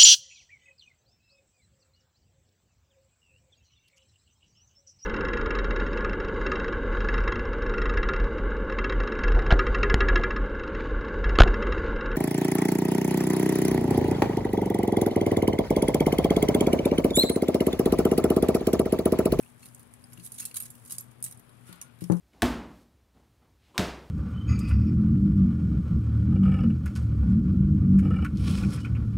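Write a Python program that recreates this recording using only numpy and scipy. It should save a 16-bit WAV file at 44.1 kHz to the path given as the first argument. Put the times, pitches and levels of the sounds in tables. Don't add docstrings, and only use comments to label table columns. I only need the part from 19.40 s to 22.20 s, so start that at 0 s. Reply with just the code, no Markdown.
import sys
import numpy as np
from scipy import signal
from scipy.fft import rfft, irfft
from scipy.io import wavfile
from scipy.ndimage import uniform_filter1d

SR = 44100
rng = np.random.default_rng(int(sys.argv[2]) if len(sys.argv) > 2 else 0)


def transcribe(signal):
    frames = np.atleast_2d(signal).T
    limited = np.clip(frames, -1, 1)
    pcm = np.round(limited * 32767).astype(np.int16)
    wavfile.write(sys.argv[1], SR, pcm)


def ratio_of_db(decibels):
    return 10 ** (np.asarray(decibels, float) / 20)


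N = 123479
LEFT_LAG_S = 0.0007

# freq_hz, level_db_per_hz
AIR_SPECTRUM = [(18, -51), (30, -16), (124, -2.5), (355, -13), (1430, -19), (3870, -28.5), (7870, -55),
                (9970, -34), (16000, -48)]
# freq_hz, steady_db, wavering_db, width_hz
HUM_LINES = [(121, -62.5, -65.5, 10), (240.4, -67, -72, 14)]
# freq_hz, likeness_0_to_1
LIKENESS = [(100, 1), (300, 0.53), (1000, 0.19), (4000, 0.086)]
# freq_hz, level_db
LEFT_OVER_RIGHT = [(60, 15), (300, 14), (640, 12.5), (1410, 16.5), (3100, 11), (6820, 1.5), (15000, -9.5)]
# freq_hz, level_db, t60_s
TABLE_MODES = [(126.6, -4.5, 0.18), (175.5, -0.24, 0.16), (212.2, -5, 0.078), (313, -6, 0.058),
               (372, -9.5, 0.065), (490, -15, 0.11), (538, -18, 0.1), (695, -21.5, 0.058),
               (823, -15, 0.072), (1196, -21, 0.054), (1676, -25, 0.11)]
# start_s, level_db, contact_cutoff_hz
KNOCKS = [
    (.782, -42.5, 250),
    (1.516, -51.5, 296),
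    (1.84, -50, 296),
    (2.292, -43, 450),
    (2.6188, -27.5, 295),
    (2.6987, -13.5, 637),
    (2.727, -25.5, 865),
]
# time_s, level_db
DRAG_CURVE = [
    (2.2, -86),
    (2.29, -58.5),
    (2.47, -67.5),
    (2.62, -93),
]
# freq_hz, level_db, t60_s
WIDE_MODES = [(2682, 0.5, 0.074), (4275, -0.8, 0.048), (8700, 3, 0.018)]
# start_s, level_db
WIDE_HITS = [
    (.230, -54.5),
    (1.018, -52.5),
    (1.059, -53),
    (1.168, -53.5),
    (1.204, -57),
]
# freq_hz, level_db, t60_s
THIN_MODES = [(3580, -25, .12), (7300, -5.5, 0.06), (11100, -1, 0.055)]
# start_s, level_db
THIN_HITS = [
    (.733, -52),
    (1.304, -46),
]
# freq_hz, level_db, t60_s
HOOP_MODES = [(11680, 2.5, 0.0359)]
# start_s, level_db
HOOP_HITS = [
    (1.235, -53),
    (1.585, -50),
    (1.599, -52),
    (1.608, -41.5),
]
# freq_hz, level_db, t60_s
CUFF_MODES = [(8700, 1.5, 0.043), (11450, 4, 0.053)]
# start_s, level_db
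CUFF_HITS = [
    (0.731, -58),
    (1.055, -46),
    (1.2002, -43),
    (1.2027, -39),
    (2.415, -58),
]
# freq_hz, level_db, t60_s
CHARM_MODES = [(12860, 0.5, .045), (14700, -11, .04)]
# start_s, level_db
CHARM_HITS = [(0.92, -50), (1.055, -40), (1.060, -44), (1.171, -36), (1.204, -49), (1.524, -38),
              (1.585, -49), (1.846, -38)]
# freq_hz, level_db, t60_s
PEARL_MODES = [(6040, 0.1, 0.023)]
# start_s, level_db
PEARL_HITS = [(0.736, -54), (1.021, -48), (1.057, -51), (2.415, -36), (2.722, -41), (1.508, -50),
              (1.601, -47), (1.924, -49.5)]
# freq_hz, level_db, t60_s
BEAD_MODES = [(2800, 0.1, 0.024), (3220, -6, 0.018)]
# start_s, level_db
BEAD_HITS = [(0.061, -58), (.775, -51.5), (.797, -53), (1.113, -50), (1.35, -60.5), (2.415, -52)]
# freq_hz, level_db, t60_s
CLASP_MODES = [(8120, 3, .03), (8000, -9.5, 0.073)]
# start_s, level_db
CLASP_HITS = [
    (1.054, -35.5),
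    (1.524, -37),
    (1.8405, -31),
    (1.847, -40.5),
    (1.861, -42),
]
# freq_hz, level_db, t60_s
DROP_MODES = [(2530, 0.1, .03)]
# start_s, level_db
DROP_HITS = [
    (0.033, -52.5),
]
# freq_hz, level_db, t60_s
LOCKET_MODES = [(5040, 0.1, 0.028), (9500, 7.9, 0.032)]
# start_s, level_db
LOCKET_HITS = [
    (1.583, -39.5),
    (0.64, -53),
    (0.73, -59),
]
# freq_hz, level_db_per_hz
LINK_SPECTRUM = [(900, -33), (1410, -23), (2730, -20), (5040, -18), (7400, -11.5), (9770, 0.5),
                 (12000, -10), (16000, -19)]
# time_s, level_db
CREEP_CURVE = [(0, -61), (.15, -71), (.42, -68.5), (.5, -72.5), (.72, -69), (1.1, -68.5), (1.4, -66),
               (1.63, -71), (1.76, -74.5), (2.0, -75.5), (2.15, -72.5), (2.35, -71.5), (2.5, -77),
               (2.8, -62)]
# start_s, peak_db, low_link_tilt_db_per_octave
TICKS = [(0.229, -50, 9), (0.2563, -43, -1), (0.3474, -32, -21), (0.395, -39.5, -5), (0.538, -42.5, 6),
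         (0.722, -45, 8), (0.7316, -40.5, 4.5), (0.7735, -41, 6), (0.7968, -40.5, 6), (0.9194, -29.5, -3.5),
         (0.9808, -30.5, 1), (1.0196, -43, -8), (1.0527, -21, -4.5), (1.1118, -37, 1), (1.1428, -27, 3),
         (1.1584, -27, 2), (1.2021, -23, 2), (1.2235, -31.5, -7), (1.2333, -32.5, -0.5),
         (1.3029, -30.5, -14), (1.3531, -37.5, -2), (1.478, -33, -7.5), (1.4977, -35.5, 5),
         (1.5824, -21, -4.5), (1.607, -34.5, 3), (1.712, -41, -1), (1.803, -43, -11), (1.8258, -27.5, -15),
         (1.8404, -16, -16), (1.8622, -36.5, 3.5), (1.9235, -39, -5),
         (0.194, -44, -3), (0.8374, -38.5, -7), (1.5076, -33.5, 4), (1.9735, -41, -18),
              (1.9954, -44, -12), (2.0931, -54.5, 10), (2.3267, -38.5, 6.5), (2.414, -30.5, 4.5),
              (2.589, -51, 4), (2.6077, -34.5, 5.5), (2.639, -31, 3.4), (2.7683, -44, 7.5)]
# start_s, peak_db
FLICKS = [(0.0076, -45), (0.032, -41), (0.2376, -47), (0.286, -42), (0.355, -53), (0.405, -46),
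          (0.4288, -39), (0.432, -47), (0.8416, -41), (0.8513, -37), (0.8633, -27), (0.8728, -30),
          (0.9279, -45), (0.932, -45), (0.941, -37), (0.986, -31), (0.997, -20), (1.0011, -23),
          (1.007, -23.5), (1.0235, -38), (1.0601, -34), (1.072, -45), (1.1608, -35), (1.165, -29),
          (1.1683, -19.5), (1.1737, -23), (1.182, -30), (1.2155, -35), (1.2517, -41), (1.256, -39),
          (1.2598, -29), (1.265, -50), (1.2815, -41), (1.4507, -40), (1.4583, -43), (1.5134, -29.5),
          (1.5203, -26), (1.5219, -29), (1.617, -36), (1.8324, -30), (1.846, -25), (1.8828, -35),
          (1.911, -36), (1.9461, -43), (2.2797, -54), (2.2898, -40), (2.2959, -45), (2.358, -43),
          (2.4239, -35), (2.6123, -42), (2.6197, -44), (2.623, -39), (2.645, -40), (2.7006, -34),
          (2.7145, -50), (2.7212, -28), (2.7301, -51), (2.7337, -37)]
# peak_s, level_db, rise_ms, fall_ms, low_link_tilt_db_per_octave
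JINGLES = [(.265, -42, 51, 23, 3.5), (0.864, -34, 30, 15, -5), (.955, -39, 15, 27, 1),
           (1.0, -25.5, 13, 20, 0.5), (1.17, -22.5, 7.4, 11.3, -2), (1.259, -36.5, 11, 10.5, 1.5),
           (1.46, -38, 11, 22, 0), (1.521, -31, 16, 25, 0.2), (1.848, -32, 4., 16, 0.5),
           (1.912, -38, 4.2, 5.3, 0), (1.034, -39.5, 12, 18, 5), (1.085, -44.5, 12, 22, 4.5),
           (1.152, -38, 4.5, 8, -4), (1.545, -42.5, 15, 19, 0), (1.875, -43, 10, 21, 0),
           (.79, -54, 20, 34, 7.5), (2.621, -44, 7.3, 7.3, 5), (2.29, -45, 28, 25, 3),
           (2.72, -32.5, 4.5, 5.1, 8)]
# freq_hz, level_db, t60_s
LOOSE_MODES = [(4530, -19, 0.035), (6600, 0, .04), (8380, -9, 0.027), (8900, 1, 0.048), (9600, -4, 0.022),
               (10000, -11, 0.016), (11380, 0, 0.046), (12850, -7, 0.04), (13800, -12, .03),
               (15650, -14, .025)]


def rms_one(x):
    return x / np.sqrt(np.mean(x ** 2) + 1e-20)


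def in_time(rows):
    return np.interp(np.arange(N) / SR, *np.transpose(rows))


def at_hz(points, hz):
    points_hz, level = np.transpose(points)
    return np.interp(np.log(hz), np.log(points_hz), level)


def butter(x, order, hz, kind):
    return signal.sosfilt(signal.butter(order, hz, kind, fs=SR, output="sos"), x)


def ring(clicks, hz, t60_s):
    radius = ratio_of_db(-60 / (t60_s * SR))
    angle = 2 * np.pi * hz / SR
    poles = [1, -2 * radius * np.cos(angle), radius ** 2]
    return signal.lfilter([0, np.sin(angle)], poles, clicks + 1e-18)


def two_sides(left, right):
    return np.array([np.roll(left, int(LEFT_LAG_S * SR)), right])


def room_air():
    air = np.zeros((2, N))
    edges_hz = 28 * 2 ** np.arange(0, 9.4, 0.5)
    white = rng.standard_normal((2, 3, N))
    for k, (low_hz, high_hz) in enumerate(zip(edges_hz, edges_hz[1:])):
        both, left, right = butter(white[k % 2], 2, [low_hz, high_hz], "band")
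        hz = np.sqrt(low_hz * high_hz)
        alike = np.clip(at_hz(LIKENESS, hz), 0, 1)
        shared = np.sqrt(alike) * two_sides(both, both)
        own = np.sqrt(1 - alike) * np.array([left, right])
        air += ratio_of_db(at_hz(AIR_SPECTRUM, hz)) * (shared + own)
    return ratio_of_db(-61) * rms_one(air) + appliance_hum()


def appliance_hum():
    hum = np.zeros(N)
    for hz, steady_db, waver_db, width_hz in HUM_LINES:
        steady = np.sin(2 * np.pi * hz * np.arange(N) / SR)
        waver = ring(rng.standard_normal(N + SR), hz, 2.86 / width_hz)[SR:]
        hum += ratio_of_db(steady_db) * rms_one(steady) + ratio_of_db(waver_db) * rms_one(waver)
    return two_sides(hum, hum)


def room_echoes(x):
    t = np.arange(SR // 4) / SR
    t60_s = 0.16
    echoes = rng.standard_normal((2, len(t))) * ratio_of_db(-60 * t / t60_s) * (t > 0.001)
    echoes /= np.sqrt(np.sum(echoes ** 2, axis=1, keepdims=True))
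    return signal.fftconvolve(x, echoes, axes=1)[:, :N]


def table_knocks():
    thud_db, thud_decay_s, thud_cutoff_hz = -3, 0.015, 1160
    push, thud_level = np.zeros(N), np.zeros(N)
    t = np.arange(N) / SR
    for start_s, db, cutoff_hz in KNOCKS:
        click = ratio_of_db(db) * (np.arange(N) == int(start_s * SR)) + 1e-18
        push += butter(click, 2, cutoff_hz, "low")
        decay = np.exp(-np.maximum(t - start_s, 0) / thud_decay_s) * (t >= start_s)
        thud_level += ratio_of_db(db + thud_db) * decay * (cutoff_hz / 1000) ** 2
    wood = sum(ratio_of_db(db) * ring(push, hz, t60_s) for hz, db, t60_s in TABLE_MODES)
    wood += butter(thud_level * rng.standard_normal(N), 4, thud_cutoff_hz, "low")
    wood = butter(wood, 3, 160, "high")
    lagged = np.interp(np.arange(N) - LEFT_LAG_S * SR, np.arange(N), wood)
    wood = np.array([lagged, wood])
    return wood + ratio_of_db(-6.5) * room_echoes(wood)


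def bead_drag():
    whine_hz, whine_width_hz = 1440, 65
    white = rng.standard_normal((2, N))
    scrape = rms_one(butter(white, 2, [900, 3300], "band"))
    whine = rms_one(ring(white, whine_hz, 2.9 / whine_width_hz))
    gate = in_time([(2.2, 0), (2.22, 1), (2.6, 1), (2.62, 0)])
    return two_sides(*(ratio_of_db(in_time(DRAG_CURVE) - 2.5) * gate * (scrape + whine)))


def struck_metal(modes, hits):
    start_s, hit_db = np.transpose(hits)
    out = np.zeros((2, N))
    spread_db = rng.normal(0, 1.5, (len(start_s), len(modes), 2))
    for k, (hz, mode_db, t60_s) in enumerate(modes):
        clicks = np.zeros((2, N))
        clicks[:, (start_s * SR).astype(int)] = ratio_of_db(hit_db + mode_db + spread_db[:, k].T)
        out += ring(clicks, hz, t60_s)
    return two_sides(*out)


def link_activity(pitches_hz):
    octaves_below = np.maximum(np.log2(8540 / pitches_hz), 0)[:, None]
    count = len(pitches_hz)
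    level, first = np.zeros((count, N + SR)), np.zeros(N, bool)
    ms = np.arange(SR // 8) / SR * 1000
    tick_shape = np.exp(-ms / 2.9) + ratio_of_db(-16) * np.exp(-ms / 22.3)
    flick_shape = np.exp(-ms / 1.55)

    colours_db = rng.normal(0, 5 * np.sqrt(3), (120, count, 1))
    colours_db = uniform_filter1d(colours_db, size=3, axis=1) - 2
    for (start_s, db, tilt_db), own_db in zip(TICKS, colours_db):
        i = int(start_s * SR)
        first[i] = True
        level[:, i:i + len(ms)] += ratio_of_db(db + own_db + tilt_db * octaves_below) * tick_shape
    for (start_s, db), own_db in zip(FLICKS, colours_db[::-1]):
        i = int(start_s * SR)
        first[i] = True
        level[:, i:i + len(ms)] += ratio_of_db(db - 3 + own_db - 0.5 * octaves_below) * flick_shape
    for peak_s, db, rise_ms, fall_ms, tilt_db in JINGLES:
        i = int(peak_s * SR)
        peak = ratio_of_db(db - 2.5 + tilt_db * octaves_below)
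        level[:, i:i + len(ms)] += peak * np.exp(-ms / fall_ms)
        level[:, i - len(ms):i] += peak * np.exp(-(ms[::-1] / rise_ms) ** 2)
    return level[:, :N], first


def rattling_links():
    touches_per_s, creeps_per_s, chatter_share = 2300, 3900, 0.087
    first_touch_db, chatter_db, rattle_db, creep_db = 4.5, -14, -12.5, 1.5
    pitches_hz = 1000 + 14800 * np.linspace(0, 1, num=36) ** 1.4
    activity, first = link_activity(pitches_hz)
    sizes = ratio_of_db(5 * np.minimum(rng.exponential(1, N), 3))
    touches = rng.random(N) < touches_per_s / SR
    creeps = rng.random(N) < creeps_per_s / SR

    rattle, creep = np.zeros((2, 2, N)), np.zeros((2, N))
    for hz, level in zip(pitches_hz, activity):
        dealt = rng.random(N) < 0.3
        side_gain = rng.uniform(-0.92, 1, (2, N))
        gain = ratio_of_db(at_hz(LINK_SPECTRUM, hz)) * np.sqrt(hz / 11540)
        t60_s = 62 / hz * rng.uniform(0.51, 1.9)
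        clicks = (sizes * touches * dealt + ratio_of_db(first_touch_db) * first) * side_gain * level
        rattle[int(hz > 5500)] += gain * ring(clicks, hz, t60_s)
        creep += gain * ring(sizes * creeps * dealt * side_gain, hz, 0.5 * t60_s)

    bright_activity = activity[20:].mean(axis=0)
    for hz, db, t60_s in LOOSE_MODES:
        caught = touches * (rng.random(N) < chatter_share) + first
        clicks = caught * rng.normal(0, 1, N) * bright_activity * rng.uniform(0.48, 1, (2, N))
        rattle[int(hz > 5500)] += ratio_of_db(db + chatter_db) * ring(clicks, hz, t60_s)

    bright_cut_hz = 4550
    rattle = butter(rattle[0], 2, 900, "high") + butter(rattle[1], 3, bright_cut_hz, "high")
    creep = rms_one(butter(creep, 3, bright_cut_hz, "high"))
    return two_sides(*(ratio_of_db(rattle_db) * rattle + ratio_of_db(in_time(CREEP_CURVE) + creep_db) * creep))


def scene():
    metal = rattling_links()
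    for modes, hits in [(WIDE_MODES, WIDE_HITS), (CUFF_MODES, CUFF_HITS), (CHARM_MODES, CHARM_HITS),
                        (THIN_MODES, THIN_HITS), (HOOP_MODES, HOOP_HITS), (PEARL_MODES, PEARL_HITS),
                        (BEAD_MODES, BEAD_HITS), (CLASP_MODES, CLASP_HITS), (DROP_MODES, DROP_HITS),
                        (LOCKET_MODES, LOCKET_HITS)]:
        metal += struck_metal(modes, hits)
    return metal + ratio_of_db(-13) * room_echoes(metal) + table_knocks() + bead_drag() + room_air()


def roll_off(x):
    return signal.sosfilt(signal.butter(12, 16970, fs=SR, output="sos"), x)


def record(dry):
    dry = butter(dry, 2, 34, "high")
    dry = signal.sosfilt(signal.cheby2(10, 30, 16150, fs=SR, output="sos"), dry)
    hz = np.maximum(np.fft.rfftfreq(2048, 1 / SR), 1)
    tilt_db = at_hz(LEFT_OVER_RIGHT, hz)
    left_db = 6 - 10 * np.log10(1 + ratio_of_db(-2 * tilt_db))
    cepstrum = irfft(np.log(ratio_of_db([left_db, left_db - tilt_db])))
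    cepstrum[:, 1:1024] *= 2
    cepstrum[:, 1025:] = 0
    colour = irfft(np.exp(rfft(cepstrum)))
    mix = signal.fftconvolve(dry, colour, axes=1)[:, :N]
    return roll_off(mix)


dry = scene()
out = record(dry)
transcribe(out)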